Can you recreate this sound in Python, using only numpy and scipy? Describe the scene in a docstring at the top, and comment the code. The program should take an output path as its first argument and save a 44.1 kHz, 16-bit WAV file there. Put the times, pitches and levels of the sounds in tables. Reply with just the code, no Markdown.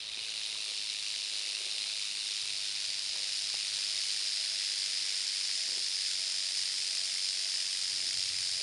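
"""Rattlesnake buzz outdoors

A coiled rattlesnake shakes its tail about fifty times a second on stony ground: crowds of shell contacts
excite short, overlapping modes. The tail rises and turns towards a hand-held camera, so the buzz brightens.
Below it lie outdoor air and wind rumble (band-passed noise), fingers sliding (sparse impulses) and tapping
(clicks with a decaying ring) on the camera body, and faint sine tones that come and go."""
import sys
import numpy as np
from scipy import signal
from scipy.io import wavfile
from scipy.ndimage import uniform_filter1d

SR = 44100
rng = np.random.default_rng(int(sys.argv[2]) if len(sys.argv) > 2 else 0)


def elevation(decibels):
    """Turn decibel levels (scalar or array-like) into linear amplitude ratios."""
    levels = np.asarray(decibels, float)
    return 10 ** (levels / 20)


def file_out(sig):
    """Save sig as 16-bit WAV at sys.argv[1]."""
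    # one column per channel
    cols = np.atleast_2d(sig).T
    # limit, then scale
    lim = np.clip(cols, -1, 1)
    pcm = np.round(lim * 32767).astype(np.int16)
    wavfile.write(sys.argv[1], SR, pcm)


N = 380141


def rms_one(x):
    """Normalization: scale to unit root-mean-square value."""
    return x / np.sqrt(np.mean(x ** 2) + 1e-20)


def in_time(rows):
    """Linear interpolation in time: table columns, one value per sample."""
    s, *columns = np.transpose(rows)
    return [np.interp(np.arange(N) / SR, s, c) for c in columns]


def at_hz(rows, hz):
    """Interpolation on a logarithmic frequency axis: table columns at hz."""
    f, *columns = np.transpose(rows)
    return [np.interp(np.log(hz), np.log(f), c) for c in columns]


def band(x, low_hz, high_hz, order=2):
    """Causal Butterworth band-pass filtering."""
    sections = signal.butter(order, [low_hz, high_hz], "band", fs=SR, output="sos")
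    return signal.sosfilt(sections, x)


def drift(rate_hz):
    """Slow random modulation: two-pole low-passed noise of unit rms, drawn every 40 samples."""
    r = np.exp(-80 * np.pi * rate_hz / SR)
    noise = rng.standard_normal(N // 40 + 2002)
    slow = signal.lfilter([1], [1, -2 * r, r * r], noise)[2000:]  # skip the filter's onset
    return np.interp(np.arange(N) / 40, np.arange(len(slow)), rms_one(slow))


def spells(rows, fade_s):
    """Amplitude envelope: fade in, hold and fade out for each row of start, length, level."""
    t = np.arange(N) / SR
    gain = 0
    for s, length, db in rows:
        corners = [s, s + fade_s, s + max(length, fade_s), s + length + fade_s]
        gain = gain + elevation(db) * np.interp(t, corners, [0, 1, 1, 0])
    return gain


# tail oscillation, two strokes per swing: (t/s, swing rate f/Hz)
SWING_RATE = [(0.0, 52.9), (0.25, 54.14), (0.5, 52.75), (1.25, 51.41), (1.75, 51.68), (3.0, 49.95),
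              (4.0, 50.69), (4.5, 50.68), (4.75, 49.39), (6.75, 47.51), (7.75, 47.53), (8.62, 46.62)]
# posture: (t/s, facing 0 low and aside to 1 raised, treble level/dB as the camera closes in,
#           lean -1 forward stroke to 1 back stroke louder)
TAIL_POSTURE = [(0, 0.16, -5.5, -0.62), (.25, 0, -1.5, -1), (.6, 0, 0.5, -1), (1.3, 0.21, -0.5, -0.71),
                (2.2, 0.23, 0, -0.52), (2.9, 0.58, -1.5, -0.24), (3.4, 0.71, -1.5, -0.1),
                (3.9, 0.78, -1.5, -0.13), (4.6, .95, -2.5, -0.018), (5.5, 1, -1.5, 0.17),
                (6.8, 1, -1, 0.67), (8.62, 1, -1, 0.44)]
# relative spectral density of the rattle, low and raised tail: (f/Hz, level/dB per Hz)
LOW_TAIL_COLOUR = [(850, -28), (1500, -25), (2000, -21), (2450, -9.5), (3000, -7.5), (3300, -17),
                   (3700, -1.5), (4100, -4.5), (5100, -7), (5650, -12), (6500, -17), (9000, -16),
                   (10500, -20.5), (11300, -39.5), (12700, -66)]
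RAISED_TAIL_COLOUR = [(850, -32), (1300, -27.5), (1750, -18.5), (2050, -13.5), (3000, -11), (3800, -7),
                      (4600, -3.5), (5000, 2), (5450, -4), (5750, -9.5), (7300, -11), (9000, -11.5),
                      (10500, -18.5), (11300, -31), (12700, -59)]
# clatter shape; twice per swing the shells pile up, then fly free: (share of swing, level/dB before scaling)
CLATTER_SHAPE = [(0, 2), (.05, 3), (.11, 0), (.19, -5.5), (.27, -4), (.35, -.5), (.45, 1.5), (.52, 3),
                 (.58, 2), (.67, -5), (.75, -3), (.84, -2.5), (.92, .5)]
# how shell modes follow the swing: (f/Hz, depth factor, lean level/dB, loose-shell knock level/dB,
#                                    lead/swings)
SHELL_MODES = [(1200, .6, -1, 0, .04), (2000, 1.1, -3.5, 0, .045), (3000, .75, -2, 0, .035),
               (4000, .65, -.3, 2.5, 0), (5100, .6, 0, 4.5, 0), (7000, .85, -1.8, 1.5, .015),
               (9500, .6, 0, .5, 0)]
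# buzz envelope: (t/s, level/dB)
BUZZ_LEVEL = [(0.0, -41), (0.07, -41), (0.31, -38.5), (1.24, -37), (2.93, -36.5), (4.0, -34.5),
              (8.62, -34.5)]
SWING_START = -.205  # swings
BASE_CONTACTS_PER_S = 11000  # before crowding


def rattle():
    """Modal excitation: shell contacts crowd twice per swing and ring short, overlapping modes."""
    swing = SWING_START + np.cumsum(in_time(SWING_RATE)[0]) / SR + .005 * drift(15)
    share, clatter_db = np.transpose(CLATTER_SHAPE)
    crowding = elevation(.5 * np.interp(swing, share, clatter_db, period=1))
    at = np.flatnonzero(rng.random(N) < BASE_CONTACTS_PER_S * crowding / SR)
    swing = swing[at]
    facing, treble_db, lean = np.array(in_time(TAIL_POSTURE))[:, at]
    # a loose shell catches up on the back stroke
    knock = facing ** .5 * np.exp(-((swing % 1 - .75) / .04) ** 2)
    vigour_db = .5 * drift(95)[at]  # no two strokes are alike
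    contact_db = 0.8 * np.minimum(rng.exponential(1, len(at)), 4)
    force = elevation(vigour_db + contact_db)
    common, out = rng.standard_normal(len(at)), 0
    modes_hz = np.r_[1000:6200:200, 6300:13700:400]
    for hz, spacing in zip(modes_hz, np.gradient(modes_hz)):
        depth, lean_db, knock_db, lead = at_hz(SHELL_MODES, hz)
        phase = swing + lead
        # crisper while the tail is low
        beat_db = depth * (1.5 - .5 * facing) * np.interp(phase, share, clatter_db, period=1)
        # one stroke hits harder than its return
        beat_db += lean_db * lean * np.cos(2 * np.pi * phase)
        beat = rms_one(force * elevation(beat_db + knock_db * knock))
        low_db, raised_db = at_hz(LOW_TAIL_COLOUR, hz)[0], at_hz(RAISED_TAIL_COLOUR, hz)[0]
        colour_db = (1 - facing) * low_db + facing * raised_db
        colour_db += treble_db * np.clip((hz - 4000) / 1500, 0, 1)
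        # each contact favours other modes
        favour = 0.27 * common + rng.standard_normal(len(at))
        blows = np.full(N, 1e-18)
        blows[at] = elevation(colour_db) * beat * favour
        out = out + np.sqrt(spacing) * band(blows, hz - 200, hz + 200)
    power = uniform_filter1d(out ** 2, size=SR // 2)
    loudness = np.sqrt(uniform_filter1d(power, size=SR // 2))
    return elevation(in_time(BUZZ_LEVEL)[0]) * out / loudness


# relative spectral density of outdoor air: (f/Hz, level/dB per Hz)
AIR_COLOUR = [(20, -16), (45, -4), (100, -8), (180, 0.5), (400, 0), (800, 2), (1300, -4.5), (1800, -11)]


def air():
    """Broadband noise: independent half-octave bands whose levels waver a little."""
    edges, out = 20 * 2 ** np.arange(0, 6.6, .5), 0
    for low, high in zip(edges, edges[1:]):
        level_db = at_hz(AIR_COLOUR, np.sqrt(low * high))[0] + 1.0 * drift(3.7)
        out = out + elevation(level_db) * band(rng.standard_normal(N), low, high)
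    return elevation(-67) * rms_one(out)


# wind rumble before its waver: (t/s, level/dB)
WIND_LEVEL = [(0, -72), (.8, -79), (1.8, -80), (2.6, -73), (3.6, -74), (4.3, -80), (5.3, -79), (6.5, -74),
              (7.75, -81), (7.9, -72), (8.2, -65), (8.62, -66)]


def wind():
    """Turbulent pressure: low band-passed noise swells in lumps on the microphone."""
    rumble = rms_one(band(rng.standard_normal(N), 75, 139))
    return rumble * elevation(in_time(WIND_LEVEL)[0] + 1.5 * drift(6))


# fingers shift their grip: (start t/s, length t/s, level/dB, centre f/Hz)
GRIP_SHIFTS = [(.15, .65, -74, 450), (1.3, .28, -68.5, 520), (1.58, 0.09, -64, 480),
               (1.697, 0.068, -70, 500), (3.11, .1, -65.5, 516), (5.68, .12, -64.5, 427),
               (7.85, 0.31, -69, 320), (8.57, .05, -63, 480)]


def grip():
    """Stick-slip friction: sparse random impulses of sliding skin, band-passed over a steady rustle."""
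    slips = (rng.random(N) < 1500 / SR) * rng.standard_normal(N) + 1e-18
    out = elevation(-72) * rms_one(band(slips, 278, 703))  # steady faint rustle
    for *spell, hz in GRIP_SHIFTS:
        rub = rms_one(band(slips, hz / 1.3, hz * 1.3))
        out = out + spells([spell], fade_s=0.035) * rub
    return out


# spells of the faint hum, added to its steady floor: (start t/s, length t/s, rms level/dB before waver)
HUM_SPELLS = [(.27, 0.42, -74), (.93, .08, -74), (1.09, .2, -77), (1.83, 0.12, -70), (2.46, 0.15, -75),
              (2.8, .4, -74), (3.4, .07, -70), (3.63, 0.36, -72.5), (4.21, 0.34, -71), (4.85, .3, -77),
              (5.53, 0.27, -70.5), (6.15, 0.4, -71.5), (6.87, .26, -70.5), (7.28, 0.4, -70.5),
              (7.93, 0.26, -71), (8.37, .3, -70.5)]
# a lower thin tone shows once: (start t/s, length t/s, rms level/dB)
LOW_TONE_SPELL = [(4.75, 0.51, -76)]
HUM_START_HZ, HUM_CLIMB_HZ_PER_S, HUM_FLOOR_DB = 649, 2.6, -83.5
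LOW_TONE_HZ, TONE_FADE_S = 487, 0.048


def hum():
    """Frequency and amplitude modulation: a thin tone near 660 Hz climbs slowly and wavers."""
    t = np.arange(N) / SR
    hz = HUM_START_HZ + HUM_CLIMB_HZ_PER_S * t + 1.7 * drift(7.5)
    gain = (elevation(HUM_FLOOR_DB) + spells(HUM_SPELLS, TONE_FADE_S)) * elevation(1.5 * drift(6.5))
    tone = gain * np.sin(2 * np.pi * np.cumsum(hz) / SR)
    low_tone = spells(LOW_TONE_SPELL, TONE_FADE_S) * np.sin(2 * np.pi * LOW_TONE_HZ * t)
    return np.sqrt(2) * (tone + low_tone)


# taps on the camera body: (t/s, reference level/dB before the thud and ring shares, f/Hz)
FINGER_TAPS = [(0.176, -44, 408), (0.555, -38, 1210), (0.717, -46, 654), (3.159, -36, 1000),
               (3.233, -43, 560), (3.543, -34, 850), (3.784, -45, 1000), (5.499, -39, 1320),
               (5.686, -47, 336), (5.741, -52, 487), (5.77, -50, 700), (5.777, -47.5, 320),
               (8.043, -45, 800)]
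TAP_T60_S = 0.035  # time for the ring to fall by 60 dB


def taps():
    """Impulse response: a finger's click rings the plastic shell over a broad range."""
    out, t = np.zeros(N + SR), np.arange(SR // 5) / SR
    for s, level_db, hz in FINGER_TAPS:
        thud = band(1.0 * (t == 0), 0.38 * hz, 1.8 * hz)
        thud = thud / np.abs(thud).max()
        ring = np.sin(2 * np.pi * hz * t) * elevation(-60 * t / TAP_T60_S)
        i = round(s * SR)
        out[i:i + len(t)] += elevation(level_db) * (0.14 * ring + 0.77 * thud)
    return out[:N]


def scene():
    """Linear superposition: the rattle over the quiet layers, in one channel."""
    return (rattle() + air() + wind() + grip() + hum() + taps())[None]


# dips of the microphone port and the recorder's filter: (f/Hz, width f/Hz, level/dB)
PORT_DIPS = [(7880, 350, -7), (11950, 700, -30), (12050, 700, -30)]


def port_dips(sound):
    """Pole-zero notch filtering: zeros nearer the unit circle than their poles cut narrow dips."""
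    for hz, width_hz, dip_db in PORT_DIPS:
        w = 2 * np.pi * hz / SR
        zero, pole = np.exp(-np.pi * width_hz * np.array([elevation(dip_db), 1]) / SR)
        zeros = [1, -2 * zero * np.cos(w), zero ** 2]
        poles = [1, -2 * pole * np.cos(w), pole ** 2]
        sound = signal.lfilter(zeros, poles, sound)
    return sound


def band_limit(x):
    """A steep low-pass at the top of the band."""
    return signal.sosfilt(signal.butter(12, 13480, fs=SR, output="sos"), x)


def record(dry):
    """Linear filtering: narrow dips colour the treble of the finished mix."""
    mix = port_dips(dry)
    return band_limit(mix)


dry = scene()
out = record(dry)
file_out(out)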